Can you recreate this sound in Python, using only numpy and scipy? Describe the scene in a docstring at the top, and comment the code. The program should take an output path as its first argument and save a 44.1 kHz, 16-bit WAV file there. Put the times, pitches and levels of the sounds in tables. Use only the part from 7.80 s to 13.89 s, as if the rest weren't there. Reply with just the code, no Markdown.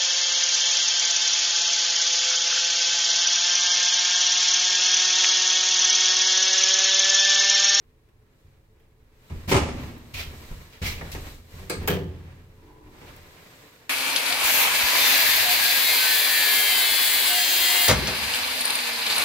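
"""The loose floor of an old lift cabin clunks under someone's steps and sets the wall panels rattling.
Soles scuff by stick and slip, and a jacket rustles as friction noise that follows the body's speed.
A hand pushes the steel swing door: its latch clicks and snaps free, the leaf booms in its plate modes,
and the hinges moan as narrow resonances. Under it all lies filtered noise: the low hum of the shaft."""
import sys
import numpy as np
from scipy import signal
from scipy.fft import rfft, irfft, next_fast_len
from scipy.io import wavfile

SR = 44100
rng = np.random.default_rng(int(sys.argv[2]) if len(sys.argv) > 2 else 0)


def to_wav(s):
    """Save 16-bit WAV."""
    ch = np.atleast_2d(s).T  # columns
    pcm = np.round(np.clip(ch, -1, 1) * 32767)  # PCM
    wavfile.write(sys.argv[1], SR, pcm.astype(np.int16))


N = 268745
TIME = np.arange(N) / SR  # s, the whole scene
TAIL = TIME[:65536]  # s, the span of one event


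def amp(db):
    """Decibel law: level in dB to amplitude gain."""
    return 10 ** (np.asarray(db) / 20)


def unit(x):
    """Power normalisation: scales to rms 1."""
    return x / np.sqrt(np.mean(x ** 2) + 1e-20)


def read(points, hz):
    """Logarithmic pitch scale: interpolates a spectrum's value over log frequency."""
    f, value = np.transpose(points)
    return np.interp(np.log(hz + 1), np.log(f), value)


def level(rows):
    """Slow amplitude modulation: a dB curve over time as a gain for every sample."""
    s, db = np.transpose(rows)
    return amp(np.interp(TIME, s, db))


def add(mix, s, sound):
    """Superposition: adds a stereo sound to the mix from time s."""
    part = mix[:, max(round(s * SR), 0):][:, :sound.shape[1]]
    part += sound[:, :part.shape[1]]


def tilt(hz, slope_db):
    """Spectral slope: gain that leans by slope_db an octave about 300 Hz."""
    return amp(slope_db * np.log2(np.clip(hz, 60, 8000) / 300))


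# stereo width of the field: (frequency [Hz], side over mid [dB])
SIDE_OVER_MID = [(30, -16), (70, -35), (140, -11), (280, -11.5), (550, -7.5), (1000, -1.5), (2000, 0.5),
                 (16000, 0)]
RUMBLE_HZ = 23.6  # the cabin leaks below this


def noise(size, shape, ripple_db=2.5):
    """Diffuse field: random-phase noise of gain shape(hz), nearly the same on both sides in most of the bass."""
    hz = np.fft.rfftfreq(size, 1 / SR)
    # standing waves in the small cabin ripple the response above the bass
    bumps = np.interp(hz, np.arange(1000) * 25, rng.standard_normal(1000))
    ripple = amp(ripple_db * np.clip(hz / 700, 0, 1) * bumps)
    leak = hz / np.hypot(hz, RUMBLE_HZ)
    phases = 2 * np.pi * rng.random((2, len(hz)))
    mid, side = np.exp(1j * phases) * shape(hz) * ripple * leak
    mid = irfft(mid, size)
    side = irfft(side * amp(read(SIDE_OVER_MID, hz)), size)
    return np.array([mid + side, mid - side]) / np.std(mid)


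def coloured(size, spectrum, slope_db=0):
    """Spectral shaping: noise with a given spectrum and slope."""
    return noise(size, lambda hz: amp(read(spectrum, hz)) * tilt(hz, slope_db))


def resonant(size, peaks):
    """Resonance: noise held in a few narrow peaks (frequency [Hz], width [Hz], level [dB])."""
    def shape(hz):
        return sum(amp(db) / (1 + (2 * (hz - f) / width) ** 2) for f, width, db in peaks)
    return noise(size, shape)


def onset(rise):
    """Finite contact time: a quarter-sine start lasting rise seconds."""
    return np.sin(np.pi / 2 * np.minimum(TAIL / max(rise, 1e-4), 1))


def chatter(size, depth_db, per_s):
    """Random contact: the uneven gain of many small touches, per_s of them a second."""
    knots = rng.standard_normal(size)
    return unit(amp(depth_db * np.interp(np.arange(size) * per_s / SR, np.arange(size), knots)))


# decay in the cabin: (frequency [Hz], t60 at ring factor 1 [s])
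CABIN_T60 = [(40, 0.69), (90, 0.73), (200, 0.69), (500, 0.45), (1500, 0.3), (4000, 0.35), (8000, 0.25),
             (15000, 0.16)]


def strike(spectrum, slope_db, ring, late_db):
    """Dense modal decay: each band of a blow dies at its own speed, and the shaft answers late."""
    hz, t, bands = signal.stft(coloured(len(TAIL), spectrum, slope_db), SR, nperseg=512)
    t60 = read(CABIN_T60, hz)[:, None] * max(ring, .05)
    early, late = amp(-60 * t / t60), amp(late_db - 60 * t / (t60 * 2.86))
    return signal.istft(bands * np.hypot(early, late), SR, nperseg=512)[1][:, :len(TAIL)]


def modes(table, slope_db=0, ring=1):
    """Modal synthesis: decaying sines, the two sides out of step most at high frequency."""
    out = np.zeros((2, len(TAIL)))
    for hz, db, t60 in table:
        side_sign = rng.choice([-1, 1]) * np.array([[1], [-1]])
        apart = np.arctan(amp(read(SIDE_OVER_MID, hz))) * side_sign
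        phase = 2 * np.pi * (hz * TAIL + rng.random())
        decay = amp(db - 60 * TAIL / (t60 * ring))
        out += tilt(hz, slope_db) * decay * np.sin(phase + apart)
    return out


# weight landing on the cabin floor:
# (time [s], level [dB], rise [s], brightness [dB per octave], factor on the ring time)
FLOOR_STEPS = [(0.647, -51.5, 0.011, -15, 0.96), (1.497, -30, 0.042, -0.5, 0.91),
               (1.675, -25.5, 0.02, 4.5, 1.27), (1.931, -36.5, .016, -1, 1.4),
               (2.337, -31.5, .007, -9.5, 0.68), (2.452, -38, 0.0076, -0.5, 1.14),
               (2.705, -35, 0.0054, -4.5, 0.71), (3.015, -32, 0.0093, 0, 1.75),
               (3.335, -34, 0.0037, -8, 1.24), (3.72, -40, 0.043, -1.5, 1.4), (3.95, -31, .066, 1.5, 1.67),
               (5.039, -52.5, 0.035, 2.5, 1.4), (5.279, -50.5, .03, -5, 1.7)]
# spectrum of the thump: (frequency [Hz], level [dB])
THUMP_SPECTRUM = [(25, 1.5), (40, -4), (60, -4), (85, -2), (115, -12), (165, -9.5), (230, -17),
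                  (400, -26.5), (800, -39.5), (2000, -45.5), (8000, -67)]
# the floor's modes: (frequency [Hz], level [dB], t60 at ring factor 1 [s])
FLOOR_MODES = [(38.5, -15, 0.99), (71.9, -10, .9), (86.6, -2, 1), (137.4, -8.5, 0.59)]


def floor_thuds():
    """Impact on a spring: the floor takes each step with a dull thump and rings on in its low modes."""
    out = np.zeros((2, N))
    for s, db, rise, slope_db, ring in FLOOR_STEPS:
        thump = strike(THUMP_SPECTRUM, slope_db, ring, late_db=-23)
        add(out, s, amp(db) * onset(rise) * (thump + modes(FLOOR_MODES, 0, ring)))
    return out


# knocks on the cabin panels:
# (time [s], level [dB], rise [s], brightness [dB per octave], factor on the ring time)
PANEL_KNOCKS = [(1.499, -47, 0.0013, -0.5, 1), (1.713, -18, 0.0081, 0.5, 1.08),
                (1.744, -20.5, 0.0024, 0, 0.61), (1.763, -25, 0.0032, 1.5, 0.77),
                (1.886, -35.5, .005, -0.5, 0.43), (2.525, -42.5, 0.0044, -3, .5),
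                (2.71, -47.5, 0.0054, 1, 0.47), (3.016, -41.5, 0.0034, 1.5, 1.3),
                (3.347, -40, 0.003, 0.5, 0.8), (3.465, -49.5, 0.0059, 1.5, 0.79),
                (5.21, -46, 0.014, -0.5, 0.66)]
# spectrum of the rattle: (frequency [Hz], level [dB])
RATTLE_SPECTRUM = [(25, -20), (70, -0.5), (135, -4), (210, -15.5), (285, -7.5), (385, -11), (600, -15),
                   (950, -14.5), (1600, -21.5), (2400, -19), (4000, -29.5), (5500, -29), (8500, -32),
                   (10500, -40), (16000, -52)]
# panel resonances: (frequency [Hz], level [dB], t60 at ring factor 1 [s])
PANEL_MODES = [(72.7, -10, 0.8), (133, -11.5, 0.42), (158.2, -18, 0.6), (178.4, -11.5, 0.7),
               (229, -17.5, 1.65), (248.8, -16, 1.67), (289, -6.5, 0.56), (317, -14, 0.46),
               (379, 0.5, 0.26), (395.4, -2, 0.33), (471, -19, 0.63), (487, -7, 0.61), (558.4, -10, 0.57),
               (693, -16, 0.62), (846, -10, 0.42), (895, -17, 0.42), (982, -10, 0.39), (1042, -7.5, 0.28),
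               (1188, -20, 0.7), (1240, -15, 0.53), (1310, -12.5, 0.35), (2170, -8, 0.3), (2720, -30, 0.3),
               (2895, -17, 0.48)]


def cabin_clunks():
    """Plate vibration: loose panels ring and chatter against their frames."""
    out = np.zeros((2, N))
    for s, db, rise, slope_db, ring in PANEL_KNOCKS:
        rattle = strike(RATTLE_SPECTRUM, slope_db, ring, late_db=-12.0)
        rattle = rattle * chatter(len(TAIL), depth_db=1.16, per_s=220)
        # the modes stand out less in strongly tilted knocks
        ringing = amp(-0.5 - 2 * abs(slope_db)) * modes(PANEL_MODES, 0, ring)
        add(out, s, amp(db) * onset(rise) * (rattle + ringing))
    return out


# soles dragging on the floor: (time [s], level [dB], swell [s], t60 [s],
# brightness [dB per octave], squeak level [dB], squeak frequency [Hz])
SOLE_DRAGS = [(1.684, -32, 0.018, 0.33, 2, -20, 2570), (2.336, -39, 0.012, 0.34, 1, -3.5, 2410),
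              (2.355, -36, 0.051, 0.3, -1, -10.5, 2400), (2.917, -53, 0.022, 0.48, -2.5, -16, 2530),
              (3.017, -37.5, 0.0099, 0.41, -2, -27, 2330), (3.032, -32, 0.043, 0.37, 1, -6.5, 2100),
              (3.166, -46, 0.012, 0.17, -7, -2, 2360), (3.315, -39.5, 0.005, 0.2, 5.5, -11, 2440),
              (5.26, -51.5, 0.027, 0.18, -4, -20, 2400)]
# spectrum of the gritty friction: (frequency [Hz], level [dB])
SOLE_SPECTRUM = [(100, -14), (600, -6), (1500, -5.5), (2200, 1), (3100, -0.5), (4200, -3), (5500, -6),
                 (8000, -13), (10000, -17), (14000, -11), (16000, -16)]


def scuffs():
    """Stick-slip friction: a sole drags in uneven jerks of fine grains, with a short rough squeak."""
    out = np.zeros((2, N))
    for s, db, swell, t60, slope_db, squeak_db, hz in SOLE_DRAGS:
        grit = coloured(len(TAIL), SOLE_SPECTRUM, slope_db)
        squeak = amp(squeak_db) * resonant(len(TAIL), [(hz, 120, 0), (hz * 1.105, 160, -6)])
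        jerks = chatter(len(TAIL), depth_db=0.6, per_s=144)
        decay = amp(db - 60 * np.maximum(TAIL - swell, 0) / t60)
        add(out, s, decay * onset(swell) * jerks * (grit + squeak))
    return out


# light hollow knocks: (time [s], level [dB], factor on the ring time)
HOLLOW_KNOCKS = [(3.212, -31.5, 0.37), (3.249, -37.5, 0.19), (3.348, -37, 0.45)]
# their spectrum: (frequency [Hz], level [dB])
HOLLOW_SPECTRUM = [(100, 9), (380, -4), (520, 5), (930, -3), (1250, -13), (1870, -1.5), (2300, -11),
                   (3000, -22), (8000, -34), (16000, -45)]


def knocks():
    """Damped impact: short hollow knocks in the cabin."""
    out = np.zeros((2, N))
    for s, db, ring in HOLLOW_KNOCKS:
        add(out, s, amp(db) * onset(0.00087) * strike(HOLLOW_SPECTRUM, 0, ring, late_db=-23))
    return out


# the latch bolt sliding against its stop: (time [s], level [dB])
BOLT_SLIDES = [(3.8973, -29), (3.925, -40)]
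# spectrum of the grating click: (frequency [Hz], level [dB])
BOLT_SPECTRUM = [(100, -19), (450, 6.5), (750, -30), (1250, -1), (1450, -14), (1660, 5), (1900, -20),
                 (2200, 0), (2650, -13.5), (3300, -15.5), (4400, -5), (5300, -13.5), (8300, -13),
                 (11000, -16.5), (13500, -20), (16000, -33)]
# the bolt's modes: (frequency [Hz], level [dB], t60 [s])
BOLT_MODES = [(940, -17, 0.29), (1190, -4, 0.31), (1293, -5, 0.19), (1610, -5, 0.27), (2120, -13, 0.33),
              (2600, -5, 0.28), (3860, -19, .25), (4420, -12, .28), (4590, -14, 0.28), (4860, -4, 0.21),
              (6100, -8, 0.22), (7247, -13, .28), (7700, -5, 0.21), (8160, -4, 0.23), (8210, -3.5, 0.26),
              (10150, -9, 0.18)]


def bolt():
    """Friction-excited bar: the latch bolt grates against its stop and pings in its modes."""
    out = np.zeros((2, N))
    for s, db in BOLT_SLIDES:
        click = strike(BOLT_SPECTRUM, 0, ring=0.75, late_db=-15)
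        click = click * chatter(len(TAIL), depth_db=-0.5, per_s=1100)
        add(out, s, amp(db) * onset(0.0014) * (amp(-0.5) * click + amp(-6) * modes(BOLT_MODES)))
    return out


# sharp ticks, from faint ones in the cabin to the latch snapping free:
# (time [s], level [dB], brightness [dB per octave], factor on the ring time, hard tick [dB])
STEEL_TICKS = [(.287, -65, 0, 0.23, -20), (0.996, -66.5, 0, 0.82, -25), (2.18, -60, 10, .4, 5),
               (3.317, -54, 5, .5, -10), (3.897, -43, 7, 0.41, 10), (4.03, -38, -10, 1.3, -12),
               (4.0752, -22.5, 0.5, 1, -2.5), (5.363, -56, 10, .4, 6)]
# spectrum of the clack: (frequency [Hz], level [dB])
CLACK_SPECTRUM = [(100, -18), (400, 9.5), (800, -1), (1200, -1.5), (1800, -2), (3200, -1.5), (4000, -11.5),
                  (6000, -14.5), (8500, -15.5), (10500, -22), (14000, -3), (16000, -14.5)]
# spectrum of the hard tick: (frequency [Hz], level [dB])
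TICK_SPECTRUM = [(500, -29), (6000, -19), (11000, -19), (13500, -12), (15200, -15), (16500, 0.5)]
# the latch housing's modes: (frequency [Hz], level [dB], t60 at ring factor 1 [s])
HOUSING_MODES = [(893, -10, 0.44), (1213, -17, 0.53), (1633, -9.5, 0.43), (1750, -13, 0.49),
                 (1870, -7, 0.3), (1924, -14.5, 0.31), (2030, -36, 0.16), (2340, -27, 0.31),
                 (2520, -11, 0.29), (2607, -32, 0.39), (2870, -37, 0.25), (2750, -13, 0.27),
                 (3150, -25, 0.26), (3480, -17, 0.22)]


def catches():
    """Hard impact: steel on steel gives a brief high tick and the clack of its housing."""
    out = np.zeros((2, N))
    for s, db, slope_db, ring, tick_db in STEEL_TICKS:
        clack = strike(CLACK_SPECTRUM, slope_db, ring, late_db=-20.5)
        clack = clack * chatter(len(TAIL), depth_db=-2.0, per_s=490)
        # the tick arrives direct, then dies away between the walls
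        direct, echo = amp(14 - 60 * TAIL / 0.017), amp(-10 - 60 * TAIL / 0.37)
        tick = amp(tick_db) * coloured(len(TAIL), TICK_SPECTRUM) * (direct + echo)
        housing = onset(0.0034) * (clack + amp(-4.5) * modes(HOUSING_MODES, 0, ring))
        add(out, s, amp(db) * (onset(0.00059) * tick + housing))
    return out


# blows on the door leaf:
# (time [s], level [dB], rise [s], brightness [dB per octave], factor on the ring time)
LEAF_BLOWS = [(3.80, -43, 0.056, -2, 1.1), (3.9, -30.5, 0.0052, 3.5, 0.88), (4.08, -22, 0.043, -0.8, 1.6)]
# spectrum of the boom: (frequency [Hz], level [dB])
BOOM_SPECTRUM = [(25, -26), (50, -18), (80, 5), (115, -2.5), (165, 3.5), (230, -13), (300, -7.5),
                 (400, -2.5), (520, -4.5), (650, -19), (1000, -18.5), (3000, -33.5), (9000, -80)]
# the leaf's modes: (frequency [Hz], level [dB], t60 at ring factor 1 [s])
LEAF_MODES = [(68.8, -11, 0.67), (87.3, -10, 0.86), (124.4, -14, 0.83), (159.2, -4, 0.38), (185, -3, 0.46),
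              (281, -14.5, 0.58), (371, -7.5, 0.48), (389, -1.5, 0.33), (489, 0, 0.22), (587, -22, 0.4),
              (572, -14, 0.22), (697, -10.5, 0.26), (865, -19.5, 0.48)]
DENSE_RING = .8  # the leaf's crowd of dense modes dies sooner than its clear ones, by this factor
# hinge resonances: (frequency [Hz], width [Hz], level [dB])
HINGE_PEAKS = [(308, 22, 2.5), (368, 35, 1.5), (435, 10, 0), (900, 210, -11.5), (998, 49, -7.5)]
# the hinges moan while the door swings
MOAN_S, MOAN_DB, MOAN_RISE_S, MOAN_HOLD_S, MOAN_T60_S = 4.75, -55, 0.16, 0.43, 0.5


def door():
    """Plate modes and friction: the steel leaf booms around the latch's release, then its hinges moan."""
    out = np.zeros((2, N))
    for s, db, rise, slope_db, ring in LEAF_BLOWS:
        dense = amp(-2.5) * strike(BOOM_SPECTRUM, slope_db, ring * DENSE_RING, late_db=-19.5)
        add(out, s, amp(db) * onset(rise) * (dense + modes(LEAF_MODES, slope_db, ring)))
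    decay = amp(MOAN_DB - 60 * np.maximum(TAIL - MOAN_HOLD_S, 0) / MOAN_T60_S)
    moan = resonant(len(TAIL), HINGE_PEAKS) * chatter(len(TAIL), depth_db=1.4, per_s=54.5)
    add(out, MOAN_S, onset(MOAN_RISE_S) * decay * moan)
    return out


def swing(s, swell, settle):
    """Kinematics: the speed of one movement builds up to its peak at time s, then settles."""
    away = (TIME - s) / np.where(TIME < s, swell, settle)
    return 1 / np.cosh(np.clip(away, -20, 20))


# movements of the body in a jacket:
# (time of peak speed [s], level [dB], swell [s], settle [s], dull rubbing over the swish [dB])
BODY_MOVES = [(.62, -76.5, .07, 0.13, 4.5), (1.58, -60.5, 0.093, 0.21, 7.5),
              (2.03, -55.5, 0.059, 0.084, 9.5), (2.62, -55, 0.22, 0.23, 4.5), (3.3, -54.5, 0.12, 0.11, 9),
              (3.48, -52, 0.11, 0.066, -0.5), (3.79, -55, 0.063, 0.084, 4), (4.02, -58, 0.091, 0.11, 11),
              (4.422, -68.5, 0.13, 0.19, 11.5), (4.88, -70.5, 0.11, 0.063, 8), (5.28, -60, 0.11, 0.21, 9),
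              (5.76, -59, 0.25, 0.25, 5.5)]
# spectrum of the swish: (frequency [Hz], level [dB])
SWISH_SPECTRUM = [(300, -24), (2000, -2.5), (4000, 4), (6000, -2), (8200, -0.5), (9800, -7.5), (13000, 0),
                  (16000, -8)]
# spectrum of the dull rubbing: (frequency [Hz], level [dB])
RUB_SPECTRUM = [(60, -10), (130, 12), (250, 3.5), (450, 6), (700, 0), (1000, 0.5), (1500, -3), (2200, -1),
                (3200, -10), (6000, -19), (15000, -50)]
STIR_DB, STIR_RUB_DB = -81, -72  # the jacket's swish and rubbing while standing still


def clothes():
    """Sliding friction: a jacket swishes and rubs in step with the body's speed; powers add."""
    swish_power, rub_power = amp(STIR_DB) ** 2, amp(STIR_RUB_DB) ** 2
    for s, db, swell, settle, rub_db in BODY_MOVES:
        speed = swing(s, swell, settle)
        swish_power = swish_power + (amp(db) * speed) ** 2
        rub_power = rub_power + (amp(db + rub_db) * speed) ** 2
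    swish = np.sqrt(swish_power) * coloured(N, SWISH_SPECTRUM) * chatter(N, depth_db=0.5, per_s=140)
    rub = np.sqrt(rub_power) * coloured(N, RUB_SPECTRUM) * chatter(N, depth_db=1.76, per_s=54)
    return swish + rub


# spectrum of the shaft air: (frequency [Hz], level [dB])
SHAFT_SPECTRUM = [(12, -10), (20, -1), (45, -12), (123, -12.5), (163, -23), (241, -25), (270, -29.5),
                  (367, -24), (399, -30), (434, -19.5), (472, -32), (678, -38), (825, -38.5), (3530, -59),
                  (16000, -55)]
SHAFT_DB = -58.5  # before the slow level curve
# machine hum before the slow level curve: (frequency [Hz], level [dB])
HUM_LINES = [(247.6, -75), (430.7, -79), (538.3, -81.5)]
# slow level curve of the shaft's air and hum: (time [s], level [dB])
SHAFT_LEVEL = [(0, -0.5), (.6, 0.5), (4.4, 5), (5.3, 6.5), (5.7, -7)]


def shaft():
    """Broadband and narrow-band noise: air rumbles in the shaft under a faint, wavering machine hum."""
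    hum = sum(amp(db) * resonant(N, [(hz, 4, 0)]) for hz, db in HUM_LINES)
    air = amp(SHAFT_DB) * coloured(N, SHAFT_SPECTRUM)
    return level(SHAFT_LEVEL) * (air + hum)


def scene():
    """Superposition: everything heard in the cabin."""
    moving_cabin = floor_thuds() + cabin_clunks() + scuffs() + knocks()
    swing_door = bolt() + catches() + door()
    return moving_cabin + swing_door + clothes() + shaft()


# balance of the two sides: (frequency [Hz], left over right [dB])
LEFT_OVER_RIGHT = [(100, -0.6), (300, -0.5), (600, 1), (1200, 0), (2500, -2.5), (5000, -1), (8500, 9),
                   (14000, 5.5)]
EDGE_HZ = 15950  # upper band limit


def record(dry):
    """Linear filtering: the left side gets more of the top treble than the right; then the band limits."""
    size = next_fast_len(N + 4096)
    hz = np.fft.rfftfreq(size, 1 / SR)
    lean = amp(read(LEFT_OVER_RIGHT, hz))
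    # the two sides keep their summed power
    sides = np.array([lean, np.ones_like(lean)]) * np.sqrt(2 / (1 + lean ** 2))
    low_cut = 1 - np.exp(-(hz / 15) ** 2)
    heard = irfft(rfft(dry, size) * sides * low_cut, size)[:, :N]
    high_cut = signal.firwin(511, EDGE_HZ, window=("kaiser", 9), fs=SR)
    return signal.oaconvolve(heard, high_cut[None], "same")


dry = scene()
out = record(dry)
to_wav(out)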